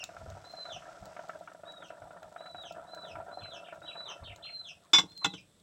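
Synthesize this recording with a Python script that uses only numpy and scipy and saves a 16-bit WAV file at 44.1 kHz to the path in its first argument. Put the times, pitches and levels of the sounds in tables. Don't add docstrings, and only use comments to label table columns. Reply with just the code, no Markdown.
import sys
import numpy as np
from scipy import signal
from scipy.fft import rfft, irfft
from scipy.io import wavfile

SR = 44100
rng = np.random.default_rng(int(sys.argv[2]) if len(sys.argv) > 2 else 0)


def to_wav(s):
    ch = np.atleast_2d(s).T
    pcm = np.round(np.clip(ch, -1, 1) * 32767)
    wavfile.write(sys.argv[1], SR, pcm.astype(np.int16))


N = 247842
T = np.arange(N) / SR

# (frequency [Hz], level [dB], t60 [s])
POT_MODES = [(173,-13,0.15),(310.8,-10.5,0.16),(672.4,10,0.04),(770,-14.5,0.088),(967,-2.5,0.068),(1360,-10.5,0.1),(1352,-2,0.049),(1700,-12.5,0.018)]
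# (frequency [Hz], level [dB])
SPRAY_SPECTRUM = [(200,-25),(500,-18.5),(950,-3),(1100,-11),(1350,8.5),(1650,-5),(2100,-11.5),(2800,-15),(6000,-51.5)]
def bubble(hz, spray_db, pot_db=-19, t60=0.029, spray_t60=0.053, rise_s=0.0013, glide=0.031):
    t = T[:SR // 12]
    pitch = hz * (1 + glide * np.tanh(t / 0.0026 - 1))
    cavity = fade(t, t60) * np.sin(2 * np.pi * np.cumsum(pitch) / SR)
    spray = amp(spray_db) * fade(t, spray_t60) * noise(len(t), SPRAY_SPECTRUM)
    pot = amp(pot_db) * ring(POT_MODES, t)
    return (cavity + spray + pot) * (1 - np.exp(-t / rise_s)) ** 2


BUBBLE_HZ = 663
LULL_S, SWARM_S = .03, 0.047
# (time [s], relative level [dB], spray re bubble [dB])
LARGE_BUBBLES = [(0.09, -35.5, -12), (0.213, -35, -20), (0.536, -32, -24), (0.652, -35, -6),
                 (0.819, -43, -0.5), (1.023, -37, -23), (1.164, -33, -5.5), (1.191, -30.5, -13),
                 (1.293, -29, -7), (1.409, -32, -35), (1.474, -38.5, 1), (1.547, -32, -22),
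                 (1.634, -33, -16), (1.903, -31.5, -10.5), (2.018, -35, -14), (2.106, -32.5, -13),
                 (2.32, -31.5, -31), (2.36, -37, -3.5), (2.406, -32, -13.5), (2.545, -26, -17.5),
                 (2.708, -30, -32), (2.933, -29, -24), (3.154, -35.5, -2.5), (3.265, -33, -38),
                 (3.372, -25.5, -31), (3.724, -27, -13.5), (3.953, -35, -9)]
def plops(gain_db=1, scatter=0.041):
    out = np.zeros(N)
    for s, db, spray_db in LARGE_BUBBLES:
        hz = BUBBLE_HZ * np.exp(scatter * rng.standard_normal())
        add(out, s, amp(db + gain_db) * bubble(hz, spray_db))
    return out


def blips(per_s=13, level_db=-39, spread_db=2, scatter=.05, spray_db=-13, spray_spread_db=7):
    out, large_times = np.zeros(N), np.array(LARGE_BUBBLES)[:, 0]
    for beat in np.arange(0, T[-1], 1 / per_s):
        s = beat + rng.random() / per_s
        size, pitch, spray = np.clip(rng.standard_normal(3), -1.5, 1.5)
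        burst = bubble(BUBBLE_HZ * np.exp(scatter * pitch), spray_db + spray_spread_db * spray)
        if np.min(abs(large_times - s)) > LULL_S:
            add(out, s, amp(level_db + spread_db * size) * burst)
    return out * microphone_turn()


# (pitch [Hz], relative level [dB], pitch scatter [fraction])
BUBBLE_SIZES = [(332,-27.5,0.15),(654,0,0.14),(1377,-6.5,0.15)]
# (time [s], level [dB])
BOIL_LEVEL = [(0,-55),(1.1,-51),(1.9,-54.5),(2.4,-56.5),(2.7,-50.5),(4,-52.5)]
def simmer(per_s=130, spread_db=4.0, surge_db=4, voices=20):
    out = np.zeros(N)
    for hz, db, scatter in BUBBLE_SIZES:
        crowd = np.zeros(N)
        for _ in range(voices):
            bursts = (rng.random(N) < per_s / voices / SR) * amp(spread_db * rng.uniform(-1.6, 1.1, N))
            pitch = hz * np.exp(scatter * rng.standard_normal())
            crowd += signal.oaconvolve(bursts, bubble(pitch, spray_db=-17, pot_db=-12.5))[:N]
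        surges = amp(surge_db * np.clip(wander(N, hz=7), -2, .7))
        out += amp(db) * unit(crowd * surges)
    boil = amp(np.interp(T, *np.transpose(BOIL_LEVEL)))
    return boil * unit(out * surface()) * microphone_turn()


def surface(lull_db=-8, swarm_db=3):
    lull = np.minimum(swells([(s - LULL_S / 2, 0, LULL_S) for s, _, _ in LARGE_BUBBLES]), 1)
    swarm = np.minimum(swells([(s + SWARM_S, 0, SWARM_S) for s, _, _ in LARGE_BUBBLES]), 1)
    return amp(lull_db * lull + swarm_db * swarm)


# (frequency [Hz], level [dB])
FIZZ_SPECTRUM = [(300,-5.5),(1200,5.5),(2000,2),(3000,-2.5),(4200,-4),(5500,0),(7800,-6),(9400,-22),(10800,-20.5),(12500,-24.5),(15500,-29)]
def froth(per_s=3500, start_db=-63.5, settled_db=-72, settle_at_s=1.43, settle_s=0.13, off_axis_db=-3):
    bursts = (rng.random(N) < per_s / SR) * rng.standard_normal(N)
    bursts *= amp(-0.5 * np.minimum(rng.exponential(1, N), 5))
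    settled = .5 + .5 * np.tanh((T - settle_at_s) / settle_s)
    db = start_db + (settled_db - start_db) * settled + off_axis_db * (1 - microphone_turn())
    return amp(db) * colour(bursts, FIZZ_SPECTRUM)


def microphone_turn(at_s=4.056, db_per_s=23):
    return amp(-db_per_s * np.maximum(T - at_s, 0))


# (frequency [Hz], level [dB], t60 [s])
METAL_MODES = [(328,-17,.13),(1190,-21,.09),(1740,-19,.1),(2172,-21,.12),(2204,-18,.4),(2313,-20,.1),(2456,-20,.25),(2490,-18,.2),(2640,-17,.1),(2863,-17,.12),(3222,-19,.14),(3499,0,.55),(3623,-9,.06),(3662,-10,.07),(3968,-19,.1),(5039,-9,.2),(5420,-13,.15),(5708,-14,.42),(6639,-25,.12),(6770,-21,.15),(6905,-21,.2),(7381,-25,.12),(7854,-27,.12),(11350,-41,.08),(14800,-41,.1)]
# (frequency [Hz], level [dB], t60 [s])
WOOD_MODES = [(810,-8,.1),(960,-12,.05),(1290,-12,.05),(1440,0,.065),(1520,-6,.05),(2020,-20,.12),(2618,-6,.08),(2730,-10,.06),(3300,-9,.08),(3525,0,.045),(4005,-7,.05),(6520,-12,.035)]
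# (frequency [Hz], level [dB], t60 [s])
THUD_MODES = [(88,-16,0.086),(116,-5.5,0.099),(159,-2,0.11),(187,-2.5,0.15),(250,-3,0.036),(294.7,2.5,0.084),(328,-5.5,0.076),(450,0,0.071),(517,-4,0.042),(637,-6.5,0.056)]
# (frequency [Hz], level [dB])
CRACK_SPECTRUM = [(100,-25.5),(300,-9),(500,-10),(800,-3.5),(1500,-3.5),(1900,-1.5),(2600,-7),(3600,6.5),(4400,-14.5),(5400,-6.5),(6200,-11.5),(7500,-9.5),(9500,-35),(15500,-36.5)]
# (time [s], crack [dB], crack t60 [s], metal [dB], wood [dB], thud [dB])
CONTACTS = [(4.933,-17,0.06,-12.5,-25,-56),(4.9465,-19,0.1,-36,-42,-44.5),(4.9834,-17,0.08,-53,-33.5,-33),(5.033,-51,0.081,-57,-54,-40),
            (5.117,-63,0.05,-55.5,-67,-72),(5.2445,-18,0.052,-61,-20,-39.5),(5.255,-23,0.042,-47,-25.5,-30.5),(5.336,-43,0.08,-57,-48,-42)]
def utensil(lands_s=4.984, damped_t60=.125, rise_s=0.0015, thud_rise_s=0.0076, ripple_db=6):
    out, t = np.zeros(N), T[:SR // 3]
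    ripple = amp(ripple_db * wander(len(t) // 2 + 1, hz=680))
    for s, crack_db, crack_t60, metal_db, wood_db, thud_db in CONTACTS:
        grain = irfft(rfft(rng.standard_normal(len(t))) * ripple, len(t))
        crack = amp(crack_db) * fade(t, crack_t60) * colour(grain, CRACK_SPECTRUM)
        damped_for = np.maximum(t - max(lands_s - s, 0), 0)
        metal = amp(metal_db) * ring(METAL_MODES, t) * fade(damped_for, damped_t60)
        wood = amp(wood_db) * ring(WOOD_MODES, t)
        thud = amp(thud_db) * ring(THUD_MODES, t) * (1 - np.exp(-t / thud_rise_s))
        add(out, s, (crack + metal + wood + thud) * (1 - np.exp(-t / rise_s)))
    return out


# (frequency [Hz], level [dB])
FLAME_SPECTRUM = [(20,-32.5),(50,-10.5),(85,-8.5),(130,-11),(200,-19),(400,-47.5),(1500,-68)]
# (time [s], level [dB], length [s])
FLAME_PUFFS = [(.29,-49,0.12),(.764,-54,0.026),(1.03,-49.5,0.028),(2.044,-59.5,0.051),(2.264,-62,0.021),(3.163,-51.5,0.048),(3.436,-51.5,0.018),(4.235,-47.5,0.023),(4.313,-47.5,0.025)]
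# (frequency [Hz], level [dB])
SNAP_SPECTRUM = [(200,-11),(1000,-17.5),(2400,-11),(3800,12.5),(5200,2.5),(7500,10),(9700,-31),(12000,-7.5),(14500,-14.5),(16000,5.5)]
# (time [s], level [dB])
LOUD_SNAPS = [(.040,-30),(0.301,-45),(1.056,-46),(1.287,-50.5),(1.722,-50.5),(2.230,-47.5),(2.724,-45.5),(2.948,-45),(4.361,-44),(5.177,-43)]
def fire(flame_db=-76, flicker_db=5, snap_t60=0.014, tick_db=-64, tick_spread_db=3.0, tick_count=90):
    flicker = amp(flame_db + flicker_db * np.minimum(wander(N, hz=7), 1.5))
    out = (swells(FLAME_PUFFS) + flicker) * noise(N, FLAME_SPECTRUM)
    t = T[:SR // 25]
    ticks = [(rng.uniform(0, T[-1]), tick_db + tick_spread_db * min(rng.exponential(), 3))
             for _ in range(tick_count)]
    for s, db in LOUD_SNAPS + ticks:
        add(out, s, amp(db) * fade(t, snap_t60) * noise(len(t), SNAP_SPECTRUM))
    return out


SCOOP, SCOOP_S, CREST_AT = .066, 0.013, .3
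FALL_S, END_HZ, FALL_RASP = .076, 2597, .042
OCTAVE_DB, OCTAVE_CUTOFF_HZ, OCTAVE_ROLLOFF_DB_PER_HZ = -10, 3250, 0.7
# (time [s], hold [s], crest pitch [Hz], knee pitch [Hz], crest [dB], knee [dB], fall [dB])
PEEPS = [(-.25,.2,4150,3910,-48.5,-50,-44.5), (.44,.25,4115,3932,-52,-50.5,-49),
         (1.651,0.16,3880,3690,-57,-59,-60), (2.372,.25,3976,3845,-57,-51.5,-51.5),
         (2.869,0.17,4050,3920,-56.5,-52.5,-51), (3.31,0.19,4110,4004,-59,-51,-51),
         (3.821,.228,3917,3988,-50.5,-44.5,-44.5), (4.425,0.21,4193,3977,-46.5,-46.5,-48.5),
         (5.067,0.24,4184,3870,-54.5,-48.5,-52)]
def peeps(onset_db=-8, flutter_db=3.5):
    whistles, falls = np.zeros(N), np.zeros(N)
    for start, hold, crest_hz, knee_hz, crest_db, knee_db, fall_db in PEEPS:
        t = np.arange(0, hold + FALL_S + .012, 1 / SR)
        held, fall = np.minimum(t / hold, 1), np.clip((t - hold) / FALL_S, 0, 1)
        arch = crest_hz + (knee_hz - crest_hz) * ((held - CREST_AT) / (1 - CREST_AT)) ** 2
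        drop = (END_HZ - knee_hz) * fall * (1.3 - .3 * fall)
        hz = arch * (1 - SCOOP * np.exp(-t / SCOOP_S)) + drop
        contour_db = [crest_db + onset_db, crest_db, knee_db, knee_db - 4, fall_db - 1, fall_db - 3]
        db = np.interp(held + fall, [0, .2, .85, 1.1, 1.55, 2], contour_db)
        db += flutter_db * np.minimum(wander(len(t), hz=32), 1)
        swell = amp(db) * signal.windows.tukey(len(t), .08)
        octave_db = OCTAVE_DB - OCTAVE_ROLLOFF_DB_PER_HZ * np.maximum(hz - OCTAVE_CUTOFF_HZ, 0)
        call = swell * whistle(hz, FALL_RASP * fall ** .5, octave_db, waver=0.004)
        hoarse = np.minimum(4 * fall, 1)
        add(whistles, start, call * (1 - hoarse))
        add(falls, start, call * hoarse)
    return whistles, falls


# (time [s], length [s], start pitch [Hz], end pitch [Hz], relative level [dB])
SHORT_CHEEPS = [(3.4,0.082,3210,2166,-57),(3.633,0.095,3300,2290,-56),(3.856,0.081,3670,2375,-51),(4.231,0.11,3710,2204,-50.5),(4.418,0.094,3480,2320,-50)]
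def cheeps(rasp=0.0454, warble_depth=0.129, warble_hz=42):
    out = np.zeros(N)
    for s, length, from_hz, to_hz, db in SHORT_CHEEPS:
        progress = np.linspace(0, 1, int(length * SR))
        swell = signal.windows.tukey(len(progress), .35) * amp(db - 2.2 * progress)
        warble = warble_depth * np.sin(2 * np.pi * (warble_hz * length * progress + rng.random()))
        hz = (from_hz + (to_hz - from_hz) * progress) * (1 + warble)
        add(out, s, swell * whistle(hz, rasp, octave_db=-43))
    return out


def whistle(hz, rasp, octave_db, waver=0.0011):
    shake = rasp * wander(len(hz), hz=330) + waver * wander(len(hz), hz=54)
    phase = 2 * np.pi * np.cumsum(hz * (1 + shake)) / SR
    return np.sqrt(2) * (np.sin(phase) + amp(octave_db) * np.sin(2 * phase))


# (time [s], level [dB], length [s])
BRUSHES = [(4.105,-48,0.058),(4.235,-53,0.015),(4.86,-63.5,0.027),(5.225,-51,0.015)]
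# (frequency [Hz], level [dB])
BRUSH_SPECTRUM = [(100,-47.5),(400,-12),(650,-9.5),(850,-6),(1100,0.5),(1500,-17),(2200,-18.5),(6000,-57)]
def rustles():
    return swells(BRUSHES) * noise(N, BRUSH_SPECTRUM)


# (frequency [Hz], level [dB])
AIR_SPECTRUM = [(20,-20.5),(70,-9.5),(170,7),(260,-4),(600,-3),(1200,-31),(2200,-38.5),(3500,-8),(6000,-31),(8100,-8),(9500,-28),(11000,-16.5),(12800,-33),(15500,-28.5)]
def air(level_db=-67.5):
    return amp(level_db) * noise(N, AIR_SPECTRUM)


# (frequency [Hz], t60 [s])
YARD_DECAY = [(100,0.55),(400,0.57),(1500,0.14),(3500,0.2),(8000,0.19),(16000,0.15)]
def yard(x, wet_db, echoes_per_s=2000, first_echo_s=.003):
    size = SR // 2
    taps = rng.standard_normal(size) * (rng.random(size) < echoes_per_s / SR) * (T[:size] > first_echo_s)
    hz, t, bands = signal.stft(taps, SR, nperseg=256)
    tail = signal.istft(bands * fade(t, read(YARD_DECAY, hz)[:, None]), SR, nperseg=256)[1]
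    return x + amp(wet_db) * signal.fftconvolve(x, tail / np.linalg.norm(tail))[:N]


def amp(db):
    return 10 ** (np.asarray(db) / 20)


def unit(x):
    return x / np.sqrt(np.mean(x ** 2) + 1e-20)


def read(points, hz):
    f, value = np.transpose(points)
    return np.interp(np.log(hz + 1), np.log(f), value)


def add(mix, s, sound):
    start = round(s * SR)
    sound = sound[max(-start, 0):]
    part = mix[max(start, 0):][:len(sound)]
    part += sound[:len(part)]


def colour(x, spectrum):
    gain = amp(read(spectrum, np.fft.rfftfreq(len(x), 1 / SR)))
    return unit(irfft(rfft(x) * gain, len(x)))


def noise(size, spectrum):
    return colour(rng.standard_normal(size), spectrum)


def wander(size, hz):
    length = max(size, SR)
    lowpass = np.exp(-(np.fft.rfftfreq(length, 1 / SR) / hz) ** 2)
    return unit(irfft(rfft(rng.standard_normal(length)) * lowpass, length))[:size]


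def fade(t, t60):
    return np.exp(-np.log(1000) * t / t60)


def ring(modes, t):
    return sum(amp(db) * fade(t, t60) * np.sin(2 * np.pi * (hz * t + rng.random()))
               for hz, db, t60 in modes)


def swells(rows):
    return sum(amp(db) * np.exp(-2 * ((T - s) / length) ** 2) for s, db, length in rows)


def scene():
    hearth = yard(plops() + blips() + simmer() + froth() + fire() + rustles(), wet_db=-12)
    whistles, falls = peeps()
    chicks = yard(whistles, wet_db=-1.5)
    chicks += amp(-1.5) * (yard(falls, wet_db=1.5) + yard(cheeps(), wet_db=0))
    return (hearth + chicks + air() + yard(utensil(), wet_db=-19))[None]


def record(dry):
    lowpass = signal.firwin(511, cutoff=15950, window=("kaiser", 9), fs=SR)
    return signal.oaconvolve(dry, lowpass[None], "same")


dry = scene()
out = record(dry)
to_wav(out)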